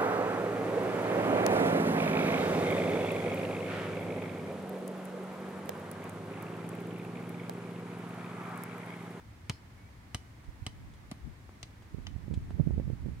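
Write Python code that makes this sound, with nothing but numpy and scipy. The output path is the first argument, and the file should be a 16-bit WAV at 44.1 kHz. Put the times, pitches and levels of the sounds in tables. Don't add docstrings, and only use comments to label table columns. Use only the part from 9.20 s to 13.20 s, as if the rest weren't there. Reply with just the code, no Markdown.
import sys
import numpy as np
from scipy import signal
from scipy.fft import rfft, irfft
from scipy.io import wavfile

SR = 44100
rng = np.random.default_rng(int(sys.argv[2]) if len(sys.argv) > 2 else 0)


def put_to_file(sound):
    columns = np.atleast_2d(sound).T
    safe = np.clip(columns, -1, 1)
    whole_steps = np.round(safe * 32767)
    wavfile.write(sys.argv[1], SR, whole_steps.astype(np.int16))


N = 176400


def amp(db):
    return 10 ** (np.asarray(db) / 20)


def read(points, hz):
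    freqs, values = np.transpose(points)
    return np.interp(np.log(hz + 1), np.log(freqs + 1), values)


def unit(x):
    return x / np.sqrt(np.mean(x ** 2) + 1e-20)


def add(mix, start, sound):
    part = mix[..., max(round(start * SR), 0):][..., :sound.shape[-1]]
    part += sound[..., :part.shape[-1]]


def noise(spectrum):
    gain = amp(read(spectrum, np.fft.rfftfreq(N, 1 / SR)))
    return unit(irfft(rfft(rng.standard_normal(N)) * gain, N))


def colour(x, eq, tilt_db=0, size=4096):
    hz = abs(np.fft.fftfreq(size, 1 / SR))
    log_gain = np.log(amp(read(eq, hz) + tilt_db * np.log2(np.clip(hz, 400, 8000) / 2500)))
    response = np.exp(np.conj(signal.hilbert(log_gain)))
    impulse = np.fft.ifft(response).real[:size // 2]
    return signal.fftconvolve(x, impulse)[:len(x)]


def decay(t, t60):
    return np.exp(-np.log(1000) * t / t60)


def ringing(band_t60s, size):
    t, hz = np.arange(size) / SR, np.fft.rfftfreq(size, 1 / SR)
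    white = rfft(rng.choice([-1., 1.], size))
    centres, t60s = np.transpose(band_t60s)
    out = np.zeros(size)
    for solo, t60 in zip(np.eye(len(centres)), t60s):
        band = read(list(zip(centres, solo)), hz)
        out += irfft(white * band, size) * decay(t, t60)
    return out / np.linalg.norm(out)


def traffic():
    # (frequency [Hz], level [dB])
    rumble_eq = [(20, -24.5), (70, 0.5), (110, 1.5), (155, -8), (300, -12.5), (420, -23.5), (3000, -69)]
    hiss_eq = [(20, -8.5), (200, -3.5), (450, -2), (950, 0), (1400, -3.5), (2100, -2.5), (2800, -10),
               (4500, -13.5), (8000, -18.5), (16000, -25)]
    rumble_db, hiss_db, right_lift_db = -53.5, -61.5, 1.5
    hiss = np.array([noise(hiss_eq), amp(right_lift_db) * noise(hiss_eq)])
    return amp(rumble_db) * noise(rumble_eq) + amp(hiss_db) * hiss


def skin_slap(t, level_db, tilt_db, crack_db):
    # (frequency [Hz], level [dB])
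    slap_eq = [(150, -6.5), (270, -2), (450, -5.5), (1000, 2.5), (1550, -7.5), (2100, -3), (2950, -6),
               (3700, -5), (5000, -6), (7000, -6), (9500, -5), (12000, -17.5), (16000, -28)]
    # (frequency [Hz], T60 [s])
    skin_t60s = [(300, 0.085), (1000, 0.054), (3000, 0.053), (6000, 0.022), (12000, 0.02)]
    # (frequency [Hz], share of crack_db [ratio])
    crack_shelf = [(6000, 0), (9500, 0.94)]
    skin_db, attack_s, click_db_per_db = -2, 0.0001, 2.55
    click = amp(click_db_per_db * level_db) * (t == 0)
    skin = amp(skin_db) * ringing(skin_t60s, len(t)) * (1 - np.exp(-t / attack_s))
    eq = [(hz, db + crack_db * read(crack_shelf, hz)) for hz, db in slap_eq]
    return amp(level_db) * colour(click + skin, eq, tilt_db)


def air_ring(t, level_db, tilt_db):
    # (pitch [Hz], relative level [dB], T60 [s])
    modes = [(732, 5, 0.02), (1200, -5, 0.043), (2052, 1, 0.022), (3010, 6.5, 0.019), (3038, 0.5, 0.029),
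             (3010, -27.5, 0.55), (4070, -7.5, 0.05), (5010, -6, 0.036), (5900, 1, 0.017)]
    detune = 0.0092
    out = np.zeros(len(t))
    for hz, db, t60 in modes:
        low_tilt_db = tilt_db * min(np.log2(hz / 2900), 0)
        tone = np.sin(2 * np.pi * hz * rng.normal(1, detune) * t) * rng.choice([-1, 1])
        out += amp(level_db + db + low_tilt_db) * decay(t, t60) * tone
    return out


def squash_thump(t, level_db, hz, lag_s):
    contact_s, attack_s, sag = 0.011, 0.0013, 0.25
    age = np.maximum(t - lag_s, 0)
    cycles = hz * age * (1 - sag * np.minimum(age / contact_s, 2) / 2)
    envelope = (1 - np.exp(-age / attack_s)) * np.exp(-(age / contact_s) ** 2)
    return amp(level_db) * envelope * np.cos(2 * np.pi * cycles)


def dent_pop(t, level_db):
    lag_s, hz, decay_s = 0.0052, 269, 0.0022
    age = np.maximum(t - lag_s, 0)
    return amp(level_db) * np.sin(2 * np.pi * hz * age) * np.exp(-age / decay_s)


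def ball(size=8192):
    # (time [s], slap [dB], tilt [dB/octave], crack [dB], air ring [dB], thump [dB],
    # thump pitch [Hz], thump lag [s], pop [dB], crack left minus right [dB])
    bounces = [(0.2967, -1, 0.5, -7.5, -42, -24, 143, 0.00014, -29, 9.5),
               (0.9463, -4, 1.7, -2.5, -38, -26, 111, 0.00028, -31.5, 9.5),
               (1.4653, -7, 1, 0, -39, -27, 115.5, 0.00075, -31.5, 3.5),
               (1.9134, -10.5, -1, -0.5, -48.5, -34, 176, 0.0042, -28.5, 10),
               (2.4291, -10.5, 4.6, -13, -43.5, -38, 90, 0.0054, -45.5, 5),
               (2.8683, -15, 3.2, -23, -44.5, -44, 110, 0.0054, -57, 18)]
    drift_s_per_s = 0.00005
    out, t = np.zeros((2, N)), np.arange(size) / SR
    for start, slap_db, tilt_db, crack_db, air_db, thump_db, hz, lag_s, pop_db, pan_db in bounces:
        body = air_ring(t, air_db, tilt_db) + squash_thump(t, thump_db, hz, lag_s) + dent_pop(t, pop_db)
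        left = skin_slap(t, slap_db, tilt_db, crack_db + pan_db / 2)
        right = skin_slap(t, slap_db, tilt_db, crack_db - pan_db / 2)
        add(out[0], start + drift_s_per_s * start, left + body)
        add(out[1], start, right + body)
    return out


def court_echo(send):
    # (frequency [Hz], level [dB])
    tail_eq = [(100, -21), (2000, -3), (5000, 2), (9500, -0.5), (15000, 1)]
    # (frequency [Hz], T60 [s])
    tail_t60s = [(200, 0.12), (4500, 0.22), (15000, 0.25)]
    return_db, attack_s = -14.5, 0.0033
    swell = np.minimum(np.arange(SR) / SR / attack_s, 1) ** 2
    tails = [colour(ringing(tail_t60s, SR) * swell, tail_eq) for _ in send]
    return amp(return_db) * np.array([signal.fftconvolve(x, tail)[:N] for x, tail in zip(send, tails)])


def hollow_tones(size=16384):
    # (time [s], centre [Hz], level [dB])
    tones = [(0.317, 4330, -61), (0.32, 5100, -59.5)]
    width_hz, attack_s, t60 = 330, 0.009, 0.25
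    out, t = np.zeros((2, N)), np.arange(size) / SR
    envelope = (1 - np.exp(-t / attack_s)) * decay(t, t60)
    for start, hz, db in tones:
        band = 1 / (1 + (2 * (np.fft.rfftfreq(size, 1 / SR) - hz) / width_hz) ** 2)
        tone = unit(irfft(rfft(rng.standard_normal((2, size))) * band))
        add(out, start, amp(db) * envelope * tone)
    return out


def bird(level_db=-68):
    # (time [s], pitch [Hz])
    glide = [(0.55, 2190), (0.62, 2220), (0.70, 2340)]
    times, hz = np.transpose(glide)
    out, t = np.zeros((2, N)), np.arange(times[0], times[-1], 1 / SR)
    whistle = np.sin(2 * np.pi * np.cumsum(np.interp(t, times, hz)) / SR)
    add(out, times[0], amp(level_db) * signal.windows.tukey(len(t), .4) * whistle)
    return out


def taps(size=4096):
    # (time [s], knock [dB], scuff [dB])
    contacts = [(1.242, -25, -37.5), (1.737, -26, -35), (2.293, -14, -53), (2.623, -19, -36),
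                (3.140, -25, -25), (3.306, -13, -33.5)]
    # (frequency [Hz], level [dB])
    knock_eq = [(150, 6), (600, -0.5), (1150, -3), (1900, -10), (4000, -42), (16000, -61)]
    scuff_eq = [(300, -48), (2000, -3), (3000, 5.5), (5500, -2.5), (9000, -4.5), (16000, -45)]
    scuff_decay_s, stereo_width = 0.0077, 0.36
    out, t = np.zeros((2, N)), np.arange(size) / SR
    for start, knock_db, scuff_db in contacts:
        knock = amp(knock_db) * colour(1. * (t == 0), knock_eq)
        *sides, centre = rng.standard_normal((3, size)) * np.exp(-t / scuff_decay_s)
        for ear, side in zip(out, sides):
            grit = centre + stereo_width * side
            scuff = amp(scuff_db) * colour(grit / np.linalg.norm(grit), scuff_eq)
            add(ear, start, knock + scuff)
    return out


def wind():
    # (time [s], left [dB], right [dB])
    breeze = [(1.2, -60, -80), (1.62, -50.5, -47.5), (1.98, -59, -64), (2.076, -34.5, -50),
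              (2.15, -56, -87), (2.68, -65, -57), (2.8, -53, -41.5), (3.02, -60, -41.5), (3.15, -39.5, -39),
              (3.23, -38, -44), (3.381, -49, -38.5), (3.53, -39.5, -27.5), (3.79, -50, -44.5),
              (3.87, -45, -28.5), (4, -41.5, -46.5)]
    # (frequency [Hz], level [dB])
    turbulence_eq = [(20, -14), (65, 2), (130, -7.5), (280, -17), (450, -32), (2000, -94)]
    # (centre time [s], level [dB], pitch [Hz], edge [dB/octave])
    buffets = [(1.291, -27.5, 70, -1.5), (1.427, -28.5, 85, -4), (2.747, -23, 108, 2.5),
               (2.785, -24.5, 181, -2.5), (2.964, -20.5, 99.4, -3.5), (3.082, -23.5, 148, 0),
               (3.112, -18.5, 114, 1.5), (3.126, -19, 107, -0.5), (3.139, -19.5, 153, -0.5),
               (3.176, -17, 92, 1), (3.309, -25.5, 190, 4.5), (3.346, -24, 98, -4), (3.399, -11, 147, 2.5),
               (3.409, -11.5, 140, -6), (3.474, -11.5, 153, -2.5), (3.508, -18, 197, -1.5),
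               (3.580, -17, 131, 2), (3.599, -18, 134, 9.5), (3.68, -19, 137, -2), (3.702, -18.5, 130, 3.5),
               (3.734, -21, 118, -1), (3.861, -20.5, 133, 2), (3.886, -21, 125, 0.5)]
    times, *ports = np.transpose(breeze)
    t = np.arange(N) / SR
    out = np.array([amp(np.interp(t, times, db)) * noise(turbulence_eq) for db in ports])
    for centre_s, db, hz, edge_db in buffets:
        thump = eddy(db, hz, edge_db)
        add(out[1], centre_s - len(thump) / SR / 2, thump)
    return out


def eddy(level_db, hz, edge_db, size=8192):
    # (frequency [multiple of pitch], level [dB])
    eddy_eq = [(0.15, -32), (0.5, -5.5), (1.1, -2), (2, -15.5), (4, -28), (8, -52.5), (30, -84)]
    churn_db, churn_s = -8, 0.016
    t, freqs = (np.arange(size) - size // 2) / SR, np.fft.rfftfreq(size, 1 / SR)
    churn = rng.standard_normal(size) * np.exp(-abs(t) / churn_s)
    push = (t == 0) + amp(churn_db) * churn / np.linalg.norm(churn)
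    octaves_up = np.clip(np.log2((freqs + 1) / hz), 0, 2)
    gain = amp(read([(ratio * hz, db) for ratio, db in eddy_eq], freqs) + edge_db * octaves_up)
    phase_turn = np.exp(2j * np.pi * rng.random())
    return amp(level_db) * irfft(rfft(push) * gain * phase_turn) / gain.mean()


def scene():
    near = ball() + taps()
    return near + court_echo(near) + hollow_tones() + wind() + traffic() + bird()


def record(dry):
    cutoff_hz = 15900
    low_pass = signal.firwin(511, cutoff_hz, window=("kaiser", 9), fs=SR)
    return signal.oaconvolve(dry, low_pass[None], "same", axes=1)


dry = scene()
out = record(dry)
put_to_file(out)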